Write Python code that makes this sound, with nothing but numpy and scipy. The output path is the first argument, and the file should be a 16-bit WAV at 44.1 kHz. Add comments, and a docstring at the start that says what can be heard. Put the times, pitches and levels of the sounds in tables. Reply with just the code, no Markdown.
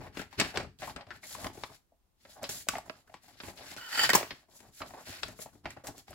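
"""A paper leaflet is unfolded and turned in two hands just under a phone, in a small quiet room.
From the start fingers hiss along the sheet (grainy coloured noise), it flexes and flaps, and creases
snap (a click, a crackle and a ringing panel). Near 3.8 s a hand drags a small plastic case across the
desk: friction and sudden slips chatter in the case resonances. Loud creases snap as it stops near
4.1 s, then the paper handling goes on to just after 6 s. Room reflections and a faint hush lie under it all."""
import sys
import numpy as np
from scipy import signal
from scipy.fft import rfft, irfft
from scipy.io import wavfile
from scipy.ndimage import uniform_filter1d

SR = 44100
rng = np.random.default_rng(int(sys.argv[2]) if len(sys.argv) > 2 else 0)


def store_pcm(level_fs):
    """Save levels as 16-bit WAV."""
    pcm = np.round(np.clip(level_fs, -1, 1) * 32767).astype(np.int16)
    wavfile.write(sys.argv[1], SR, np.atleast_2d(pcm).T)


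N = 270774  # length in samples
PORT_LAG = 3  # samples by which the right port hears the paper later


def undb(db):
    """Decibels to gain."""
    return 10 ** (np.asarray(db) / 20)


def unit(x):
    """Scale to rms 1."""
    return x / np.sqrt(np.mean(x ** 2))


def colour(x, shape):
    """Filter along the last axis by (pitch_hz, level_db) points, cutting 80 dB outside them."""
    count = x.shape[-1]
    pitch_hz, level_db = np.transpose(shape)
    log_hz = np.log(np.arange(1, count // 2 + 2) * SR / count)
    gain = undb(np.interp(log_hz, np.log(pitch_hz), level_db, left=-80, right=-80))
    return irfft(rfft(x) * gain, count)


def band(x, lo_hz, hi_hz, order=2):
    """Causal band-pass."""
    edges = np.clip([lo_hz, max(hi_hz, lo_hz + 10)], 10, .45 * SR)
    return signal.sosfilt(signal.butter(order, edges, "band", fs=SR, output="sos"), x)


def walk(rate):
    """Random level that glides to a new value about rate times a second."""
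    hold = int(SR / rate)
    steps = np.repeat(rng.standard_normal(N // hold + 1), hold)
    return uniform_filter1d(steps, hold)[:N]


def pair(alike, count, lag=PORT_LAG):
    """Noise at the two ports, correlated by alike (0-1), the right one shifted by lag samples."""
    alike = np.clip(alike, 0, .99)
    mid, side = rng.standard_normal((2, count))
    shared = np.sqrt((1 + alike) / 2) * mid
    apart = np.sqrt((1 - alike) / 2) * side
    return np.array([shared + apart, np.roll(shared - apart, lag)])


def grains(rate, scatter_db, tail_s):
    """Envelope of tiny fibre slips: random times, a few large among many small, each dying fast."""
    hit = rng.random(N) < rate / SR
    size = rng.exponential(size=N)
    power = hit * undb(2 * scatter_db * np.minimum(size, 4))
    keep = np.exp(-1 / (tail_s * SR))
    return unit(np.sqrt(signal.lfilter([1 - keep], [1, -keep], power)))


# colour of the hush: pitch_hz [Hz], level_db [dB per Hz, relative]
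HUSH_COLOUR = [(12, -37), (20, -4.5), (60, -3.5), (134, -12.5), (357, -17.5), (459, -21.5), (1060, -22.5),
               (1290, -28), (1960, -30), (16000, -34)]
HUSH_DB = -75.5  # rms


def quiet_hush():
    """Steady, bass-heavy noise of the quiet room."""
    return unit(colour(pair(0.21, count=N), HUSH_COLOUR)) * undb(HUSH_DB)


# how the reflections die: pitch_hz [Hz], t60_s [s], likeness of the two ports [0-1]
ROOM_DECAY = [(150, 0.23, .9), (650, 0.15, 1), (2280, 0.26, 0), (8600, 0.27, 0)]
ROOM_DB = -9  # gain after the tail is scaled to unit energy


def room(x):
    """Diffuse reflections, each region of pitch dying at its own pace, the bass alike at both ports."""
    t = np.arange(SR // 2) / SR
    tail = np.zeros((2, len(t)))
    for pitch_hz, t60_s, alike in ROOM_DECAY:
        diffuse = band(pair(alike, count=len(t)), pitch_hz / 2, min(pitch_hz * 2.18, 18000))
        tail += diffuse * np.exp(-np.log(1000) * t / t60_s)
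    tail = tail * np.minimum(t / 0.0034, 1)  # reflections build up over 3.4 ms
    tail = tail / np.sqrt(np.sum(tail ** 2) / 2)
    mono = x.mean(axis=0, keepdims=True)
    return undb(ROOM_DB) * signal.fftconvolve(mono, tail, axes=1)[:, :N]


# steady friction, creeping and then sliding: time_s [s], force_db [dB]
DRAG_FORCE = [
    [(3.78, -38.5), (3.79, -43.5), (3.908, -42), (3.958, -34.5), (3.97, -49.5)],
    [(3.972, -44.5), (3.976, -29), (4.048, -29), (4.086, -51.5), (4.09, -24)],
]
# the case slips free: start_s [s], peak_db [dB], t60_s [s, at least 0.01 in use]
SLIPS_FREE = [(3.813, -46, 0.02), (3.859, -48, 0.074), (3.892, -46, 0.024), (3.9272, -29, 0.02),
              (3.954, -28, 0.015), (3.9747, -22.5, 0.022), (3.993, -13, 0.012), (4.013, -22.5, 0.019),
              (4.034, -17.5, 0.024), (4.1019, -8.5, 0.0079)]
# modes of the case: pitch_hz [Hz], half_width_hz [Hz], level_db [dB], change_while_creeping_db [dB]
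CASE_MODES = [(950, 90, -6.5, -3), (1430, 82, 0.5, 3), (1846, 60, 3, -6), (3028, 50, 2, -1.5),
              (4670, 170, 0, -9.5), (5170, 42, -10, -6), (7500, 130, -5.5, -9.5)]
CREEP_DB, SLIDE_DB = -42.5, -34  # force at which the case only creeps, and at which all its modes speak
FLUTTER_DB = 2.5  # how much each mode wavers
WOBBLE_S, WOBBLE_HZ = .0006, 24.66  # time sway before smoothing, and its rate


def drag():
    """Friction and sudden slips on the desk drive the case modes, which flutter as the contact shifts."""
    time_s, force_db = np.transpose(sorted(map(tuple, np.vstack(DRAG_FORCE))))
    t = np.arange(N) / SR
    force = undb(np.interp(t, time_s, force_db, left=-120, right=-120)) * grains(700, 2.2, 0.0047)
    for start_s, peak_db, t60_s in SLIPS_FREE:
        fall_db = 60 * np.maximum(t - start_s, 0) / max(t60_s, .01)
        force = force + (t > start_s) * undb(peak_db - fall_db)
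    slips = pair(0.51, count=N) * force

    smooth_db = 20 * np.log10(uniform_filter1d(force, 900) + 1e-9)
    creep = np.clip((SLIDE_DB - smooth_db) / (SLIDE_DB - CREEP_DB), 0, 1)
    shell, mode_power = np.zeros((2, N)), 0
    for pitch_hz, half_width_hz, level_db, creep_db in CASE_MODES:
        gain = undb(level_db + creep_db * creep + FLUTTER_DB * walk(90))
        shell += gain * band(slips, pitch_hz - half_width_hz, pitch_hz + half_width_hz)
        mode_power += undb(2 * level_db) * half_width_hz
    # the shifting contact bends the pitch of the case
    samples = np.arange(N)
    sway = samples + WOBBLE_S * SR * uniform_filter1d(walk(WOBBLE_HZ), 600)
    shell = np.array([np.interp(sway, samples, port) for port in shell])
    scrape = undb(-3.5) * band(slips, 470, 4700, order=1) + undb(-23.0) * band(slips, 8000, 16000)
    return np.sqrt(SR / 8 / mode_power) * shell + scrape


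# moves of the hands: start_s [s], length_s [s], onset_ms [ms for the last 20 dB, at least 2 in use],
# rub_swell_db [dB], bend_swell_db [dB], hiss_db [dB], swish_db [dB], flex_db [dB], flap_db [dB],
# left_minus_right_db [dB]; the four levels hold midway through the move
HAND_MOVES = [(0.0, 0.068, 5.0, 4, -4.5, -66, -60, -49.5, -49, 2),
              (0.147, 0.067, 27, 13, 9.5, -59.5, -51, -55, -55, 3.6),
              (0.312, 0.045, 10, 2, 7, -68.5, -60, -71, -71.0, -1),
              (0.391, 0.12, 14, -13.0, -16, -53.0, -44.5, -46.5, -46.5, 1.6),
              (0.543, 0.098, 13, -11, 2.5, -63.5, -54, -48.0, -48.0, 2.5),
              (0.798, 0.11, 11.5, 1.0, 6, -55.5, -60.5, -56, -56.5, 2.5),
              (0.961, 0.062, 1.5, -8, -17, -79, -57, -48.5, -57.5, 1.6),
              (1.07, 0.095, 5.0, 14.5, 0.5, -71.5, -64.5, -62, -60.5, 3),
              (1.235, 0.11, 19, 9.5, -4, -51, -59.5, -60.5, -66, 1.3),
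              (1.325, 0.14, 5.0, 9, 18, -52.5, -57, -53.0, -56.5, 1.5),
              (1.533, 0.13, 10.0, 5.5, -9, -60, -66.5, -65, -65, 3),
              (1.695, 0.055, 10.0, 9, -9, -64, -69.5, -64, -67, 3.5),
              (2.217, 0.081, 40.5, 0.5, 14, -67.5, -74.5, -76.5, -73, 1.5),
              (2.302, 0.093, 17, -12, 20, -62.5, -71, -65, -72.0, 0.4),
              (2.425, 0.052, 17, -5, -12, -60, -61, -51, -55.0, -2),
              (2.491, 0.13, -4, -7, -13, -48, -56.5, -61.5, -59, 0.2),
              (2.684, 0.11, 22, -1, -3.5, -60.5, -55, -60, -57, 0),
              (2.858, 0.15, 20.0, -1.5, -11, -67.0, -72, -66.0, -69, -2),
              (3.073, 0.099, 22.5, 11.5, 1, -75, -73.5, -64.5, -72, 4),
              (3.234, 0.12, 24, -3, 5.0, -66.5, -69, -68, -70, 3.5),
              (3.373, 0.13, 17, 11.5, 21, -60.5, -60.5, -64, -65, 2.5),
              (3.576, 0.16, 38, 7, 5.5, -56, -55.5, -57, -62.5, 2),
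              (3.773, 0.021, 13, -10, -2, -52.5, -54, -60.0, -59.0, -2),
              (3.896, 0.16, 53, 19, 26, -43, -40.5, -51.5, -61, 0),
              (4.093, 0.013, -3, -17, -23, -40, -29, -31, -51, -0.5),
              (4.133, 0.058, 1.5, -14, -11, -37, -34.5, -36, -56, 0.5),
              (4.202, 0.051, 5.0, -2, -8, -64, -47.5, -49, -61, 0),
              (4.262, 0.17, 5.0, -15, -15.5, -66, -64, -64.5, -68.0, 0.5),
              (4.508, 0.064, 30.5, 10.5, 1.5, -63.0, -75.5, -71, -71.5, 2),
              (4.593, 0.098, 4, -6, 1, -68.5, -71, -63, -64.5, 1.8),
              (4.742, 0.059, 35, 7.5, 5.5, -56.5, -65.5, -75.0, -77, 0),
              (4.81, 0.067, 7, 18.5, -12.5, -66, -72, -52.5, -57.0, -2),
              (4.882, 0.14, 13.5, 7, -6, -64.5, -66.5, -57.5, -63.5, 1),
              (5.075, 0.12, 53, -1, -0.5, -52, -51.5, -59, -63, 1),
              (5.227, 0.097, 18, -5, 0, -58, -60.5, -58, -55.5, 2.3),
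              (5.371, 0.053, 30.0, 14.5, 5, -54.5, -64.0, -61, -67, 2.4),
              (5.455, 0.039, 5.0, -3, -16, -85, -69.5, -61, -64, 8),
              (5.533, 0.06, 20, -5.5, -7.5, -72.0, -84, -68.0, -64.5, 3.5),
              (5.647, 0.077, 15, 7.5, -5, -66.5, -63, -61.0, -55, -1),
              (5.767, 0.046, 5.0, -5, -14, -77.0, -69, -60.5, -63.5, -1),
              (5.843, 0.059, 4.5, -2, 4, -57.0, -66, -50.5, -57.5, 0),
              (5.957, 0.036, 18, 9.5, 1, -58.5, -70.5, -60.5, -65.5, 1.2),
              (6.081, 0.07, 14, 1, 5, -63.5, -64.0, -61, -60.5, 1.4)]
ONSET_DB = 20
SKIN_FALL, FLEX_FALL, FLAP_FALL = 500, 410, 200  # dB per s after a move


def moving(level_db, swell_db, fall):
    """Gain at both ports: every move sets in, swells or sinks while it lasts, and falls away."""
    start, length, onset_ms, pan_db = np.array(HAND_MOVES)[:, [0, 1, 2, 9]].T[:, :, None]
    t = np.arange(0, N / SR + .002, .001)  # drawn every millisecond
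    db = level_db[:, None] + swell_db[:, None] * (np.clip((t - start) / length, 0, 1) - .5)
    rise = ONSET_DB / np.maximum(onset_ms / 1000, .002)  # dB per s
    db = db - rise * np.maximum(start - t, 0) - fall * np.maximum(t - start - length, 0)
    # overlapping moves add in power
    ports = [np.sqrt(undb(2 * db + side * pan_db).sum(axis=0)) for side in (1, -1)]
    return np.array([np.interp(np.arange(N) / SR, t, port) for port in ports])


# colours of the flexing sheet and the flapping air: pitch_hz [Hz], level_db [dB per Hz, relative]
FLEX_COLOUR = [(200, -6), (350, -6), (700, 4), (1100, -4), (1800, -10.5), (2600, -25)]
FLAP_COLOUR = [(18, -26.5), (35, -9.5), (70, -3.5), (150, -8), (280, -11.5), (450, -15)]
# a panel flips over and shoves air at the ports: time_s [s], level_db [dB]
AIR_PUFFS = [(.01, -56), (.2, -58), (0.397, -36), (.585, -45), (.63, -51), (.97, -49), (1.37, -56),
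             (1.455, -45.5), (1.64, -52), (1.71, -57), (2.44, -61), (2.768, -50), (3.44, -55), (3.488, -47),
             (3.78, -63), (4.16, -46), (4.329, -50), (4.7, -60.5), (4.82, -59), (5.1, -49.5), (5.28, -56.5),
             (5.665, -49.5), (5.899, -47), (6.11, -54)]
PUFF_S = 0.014  # from the peak of a puff to 1/e


def bending():
    """The sheet flexes with a low crackle and pushes air as it flaps."""
    swell_db, flex_db, flap_db = np.array(HAND_MOVES)[:, [4, 7, 8]].T
    crackle = grains(150, 1.8, 0.006)
    flex = unit(colour(pair(0.7, count=N) * crackle, FLEX_COLOUR)) * undb(3.6 * walk(30))
    flap = unit(colour(pair(.9, count=N), FLAP_COLOUR)) * undb(0.6 * walk(11))
    t = np.arange(N) / SR
    puffs = sum(undb(db) * np.exp(-((t - time_s) / PUFF_S) ** 2) for time_s, db in AIR_PUFFS)
    flap_gain = np.hypot(moving(flap_db, swell_db, FLAP_FALL), puffs)
    return flex * moving(flex_db, swell_db, FLEX_FALL) + flap * flap_gain


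# colours of skin on paper, from low to high: pitch_hz [Hz], level_db [dB per Hz, relative]
SWISH_COLOUR = [(1000, -12.5), (1600, 0.5), (2200, -1.5), (2800, -3.5), (3600, -16)]
RUSTLE_COLOUR = [(2200, -28.5), (3000, -2), (4200, 2.5), (5500, -0.5), (7500, -23)]
HISS_COLOUR = [(2000, -36), (3500, -16), (5200, -8.5), (7200, -1), (8800, -10), (11000, -3.5),
               (13500, -12.5), (17000, -11.5)]
RUSTLE_SHARE, RUSTLE_DB = .55, 0  # the dry rustle lies between hiss (1) and swish (0), plus dB


def rubbing():
    """Skin on paper: fibre slips scratch while the finger slides, gone soon after it stops."""
    swell_db, hiss_db, swish_db = np.array(HAND_MOVES)[:, [3, 5, 6]].T
    rustle_db = RUSTLE_SHARE * hiss_db + (1 - RUSTLE_SHARE) * swish_db + RUSTLE_DB
    scratch = grains(900, 2.0, .003)
    fine = grains(1400, 0.64, 0.0019)
    swish = unit(colour(pair(0.14, count=N) * scratch, SWISH_COLOUR)) * undb(0.43 * walk(30))
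    rustle = unit(colour(pair(0.5, count=N) * scratch, RUSTLE_COLOUR)) * undb(1.1 * walk(27))
    hiss = unit(colour(pair(0.13, count=N) * fine, HISS_COLOUR)) * undb(2.5 * walk(25))
    layers = [(swish, swish_db), (rustle, rustle_db), (hiss, hiss_db)]
    return sum(x * moving(db, swell_db, SKIN_FALL) for x, db in layers)


# creases letting go: start_s [s], body_peak_db [dB], ring_hz [Hz], thump_db, crack_db, air_db
# [dB against the body], t60_s [s, before the share of each band], left_minus_right_db [dB]
CREASES = [(0.013, -44.5, 426, -2.5, -22.5, -19.0, 0.082, 8),
           (0.068, -43.5, 443, -8.5, -10, -32, 0.082, 2.0),
           (0.149, -50.5, 970.0, -7.5, -13, -8.5, 0.081, 6),
           (0.171, -32, 484, -1.5, -1.5, -20.5, 0.045, 4.5),
           (0.194, -30.0, 1550, -3, -5.5, -19.0, 0.045, 4), (0.217, -37.5, 447, -7.5, 2, -10.5, 0.022, 5),
           (0.328, -44, 905, -13.5, -4, -11, 0.11, 10), (0.387, -32, 1620.0, -8, -11, -28, 0.081, -1),
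           (0.399, -15, 2440, -15.5, 0.5, -9, 0.058, 0.5), (0.413, -19, 1870, -6, 3.5, -20, 0.042, 3.5),
           (0.448, -30.5, 1950.0, -8, -2, -22.5, 0.07, 5), (0.558, -42, 450.0, -18, 11, -22, 0.045, 5.5),
           (0.573, -18.5, 1600, -7, 2, -19.5, 0.035, 0.0), (0.6, -31.0, 500.0, -7, -6.0, -13, 0.076, -1),
           (0.631, -38, 460.0, -12, -26, -14, 0.055, 3), (0.788, -65, 450.0, -19.5, 19, 10, 0.045, -8),
           (0.82, -31.5, 620, -16, -10.5, -22, 0.11, 3.0), (0.831, -34, 2110.0, -16.5, -1, -30, 0.14, 5),
           (0.874, -30.5, 865, -14, -21, -19.0, 0.066, 2), (0.897, -35.5, 800, -23, -5, -19, 0.055, 0),
           (0.962, -32.5, 1480, -6.0, -3, -16.0, 0.045, 5), (1.01, -43, 680.0, -19, 4.5, -44, 0.049, 2),
           (1.068, -51.5, 910.0, -12, 0, -22, 0.049, 5.0), (1.088, -50, 640, -8.0, -9, -34, 0.095, 1),
           (1.106, -33, 1560, -23, -7, -36, 0.085, 6.5), (1.233, -40.5, 2130, -21.5, -21, -23, 0.062, 2.5),
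           (1.349, -33.0, 935, -31, -11, -5, 0.04, 5), (1.444, -28.5, 950, -10, -4.5, -10, 0.032, 2),
           (1.468, -28, 760.0, -13, -1, -45, 0.02, 1), (1.499, -41.5, 895, -4, -15.0, -20, 0.052, -1),
           (1.552, -48, 610.0, -5, -21, -6, 0.05, -1), (1.574, -41.0, 683, 1.5, -17, -20, 0.041, 2),
           (1.636, -26, 1000, -24, -1.5, -25.0, 0.035, 3.5),
           (1.7, -46, 920.0, -12.5, -15, -14.5, 0.045, -1),
           (1.92, -57.5, 600.0, -16, -43.5, -15.5, 0.067, 3),
           (2.251, -44.5, 590.0, -12, -4.5, -27, 0.053, 0.0),
           (2.294, -53, 630.0, -12.0, -22, -11, 0.036, 0.0),
           (2.377, -52, 890.0, -12, -21, -19, 0.045, -5.5), (2.43, -31, 620, -22, -14, 0, 0.051, 0.0),
           (2.441, -31, 605, -13, 5.5, -17, 0.078, 2.5), (2.492, -34.5, 1500, -7, 1.5, 6, 0.06, -1),
           (2.669, -42, 590.0, -9, -35, -11.5, 0.045, 5), (2.687, -17, 1200, -17, 0.5, 1.5, 0.028, 2.0),
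           (2.733, -31.5, 815, -12.0, -16, -26, 0.049, -3),
           (2.754, -25.5, 610.0, -32, -13, -39, 0.045, 1.0), (2.768, -34, 930.0, -6.5, -3, -25, 0.045, -1),
           (2.783, -28.5, 820, -27, -25, -6, 0.016, 2.0), (2.878, -48.5, 690, 0, -17, -19, 0.034, 2.0),
           (2.897, -26, 528, -13.5, -6, -40, 0.023, -6),
           (3.076, -54.5, 1440.0, -22.5, -13, -4.5, 0.051, -3),
           (3.097, -49, 620.0, -9, -17, -28, 0.04, -0.5), (3.119, -53, 730.0, -18, -25, -26.0, 0.029, -5),
           (3.141, -38, 900, -10, -6.5, -20, 0.045, 4), (3.282, -47, 756, -16, -11, -4, 0.1, 1),
           (3.402, -35, 1490, -14.5, 0, -42, 0.047, 0), (3.435, -38.5, 940.0, -4.5, -2, -35, 0.13, -8.5),
           (3.483, -36.5, 664, -6.5, -9, -19, 0.031, 6), (3.575, -60.5, 2060.0, -1, 16, -3, 0.078, 13),
           (3.716, -45, 2000, -4, 6, 3, 0.023, -2), (3.765, -40, 726, -5, 3.5, -7, 0.036, 6.5),
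           (4.092, -16.5, 1840, -34, -21.5, -5.5, 0.039, -2.5),
           (4.1, -17, 1730, -14, -13.5, -11.5, 0.077, 2), (4.1335, -18.5, 1020, -5, -1, -17, 0.045, 2),
           (4.15, -13.5, 920, -6, -17, 1, 0.034, 10), (4.154, -13.5, 996, -30, -14.5, 10.5, 0.045, -3.5),
           (4.179, -28, 736, -17.5, -25, 4, 0.042, -9), (4.229, -26, 646, -7.5, -7, -29, 0.025, -4),
           (4.307, -32, 1840, -17, 2.5, -40, 0.059, 2.0), (4.485, -59, 780, -1.5, -19.5, -14, 0.074, 7),
           (4.604, -48.0, 980.0, -6.5, 1, -1, 0.033, 7), (4.804, -39, 1470, -4.5, -7.5, -17, 0.058, 2),
           (4.818, -27, 1110, -16, -8, -39.5, 0.046, 0), (4.906, -42.0, 785, -12, -16, -12, 0.035, 3.0),
           (4.937, -39, 775, -6.5, -19, -25.0, 0.067, -2), (5.232, -23, 1370.0, -33, 3, -26, 0.033, 5.5),
           (5.282, -39.5, 654, -4, -10, -1, 0.065, 4.0), (5.39, -39.5, 446, -7, -25, -13.0, 0.045, 5),
           (5.459, -39.5, 790.0, -7.5, -22, -30, 0.034, 2.5), (5.554, -59, 466, 8.5, -20.5, -12, 0.045, 3),
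           (5.646, -47.5, 832, 0.5, -21.5, -29.0, 0.031, 0.5),
           (5.656, -25.0, 750, -13.5, -9.5, -36, 0.065, -2.0),
           (5.705, -41.0, 2070.0, -18, -1.5, 0.5, 0.045, 1.0), (5.77, -38.5, 700, -15, -19, -33, 0.036, 4),
           (5.838, -44, 510.0, -9, -23, -12, 0.028, -2), (5.87, -36.0, 730.0, -20, -2.5, 3.5, 0.092, 4.5),
           (5.887, -35.5, 730, -6, -34, -18, 0.029, -2.0), (5.98, -49.5, 680.0, -2, 1.5, 7, 0.025, -1),
           (6.081, -43, 700.0, -24, -10, -21, 0.037, 3.5), (6.106, -42.5, 604, -15, -25, 1, 0.039, 4.0),
           (6.13, -38.5, 1340, -16, -6.5, -31, 0.051, 3)]
# thump, body, crack, edge and air of a crease: from_hz [Hz], to_hz [Hz]
CREASE_BANDS = [(150, 450), (450, 2400), (2400, 5200), (5200, 8500), (8500, 17000)]
# ring time of each of those bands: share of t60_s [ratio]
RING_SHARES = [0.64, 1.08, 1.1, 0.68, 0.88]
KICK = 8.1  # size of the opening click against the crackle
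BROAD_PER_CRACK = 0.82  # dB of broad body per dB of crack below 0: dull creases are nearly all ring
EDGE_SHARE, EDGE_DB = 0.32, 2.5  # the edge band lies between crack (1) and air (0), plus dB


def snaps():
    """Each crease lets go with a click and a short crackle, then the panel rings down, leaning on one pitch."""
    out, t = np.zeros((2, N + 8192)), np.arange(8192) / SR
    lags = rng.integers(-2, 7, len(CREASES))  # every crease sits elsewhere on the sheet
    for crease, lag in zip(CREASES, lags):
        start_s, peak_db, ring_hz, thump_db, crack_db, air_db, t60_s, pan_db = crease
        click = np.zeros((2, len(t)))
        click[[0, 1], [2, 2 + lag]] = -KICK
        parts = []
        for (lo, hi), alike, share in zip(CREASE_BANDS, (0.96, 0.87, 0.31, 1.0, 1.0), RING_SHARES):
            held = np.maximum(t - 0.064 * t60_s, 0)  # full for a moment before it dies
            fade = np.exp(-np.log(1000) * held / max(share * t60_s, .006))
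            fade = fade + 1.2 * np.exp(-t / 0.00028)  # sharp attack
            crackle = pair(alike, count=len(t), lag=lag) * fade
            parts.append(band(crackle + click, lo, hi, order=4))
        broad = undb(BROAD_PER_CRACK * min(crack_db, 0)) * parts[1]
        parts[1] = broad + 0.82 * band(parts[1], ring_hz / 1.227, ring_hz * 1.25, order=2)
        edge_db = EDGE_SHARE * crack_db + (1 - EDGE_SHARE) * air_db + EDGE_DB
        parts_db = thump_db, 0, crack_db, edge_db, air_db
        burst = sum(undb(db) * part / np.abs(part).max() for db, part in zip(parts_db, parts))
        i = int(start_s * SR)
        out[:, i:i + len(t)] += burst * undb(peak_db + np.array([[pan_db], [-pan_db]]) / 2)
    return out[:, :N]


def scene():
    """Hands, paper and case close by, the room answering, and its hush."""
    near = drag() + bending() + rubbing() + snaps()
    return quiet_hush() + room(near) + near


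LEFT_BASS_DB = 2.5  # left against right
CEILING = .6  # the phone rounds peaks toward this
TOP_HZ = 15800


def record(dry):
    """The left port takes a little more bass; the phone rounds the loudest peaks and cuts the top."""
    tilt = undb(np.array([[LEFT_BASS_DB], [-LEFT_BASS_DB]]) / 2) - 1
    bass = band(dry, 16, 300, order=1) * tilt
    soft = CEILING * np.tanh((dry + bass) / CEILING)
    return signal.sosfilt(signal.ellip(10, .2, 60, TOP_HZ, fs=SR, output="sos"), soft)


dry = scene()
out = record(dry)
store_pcm(out)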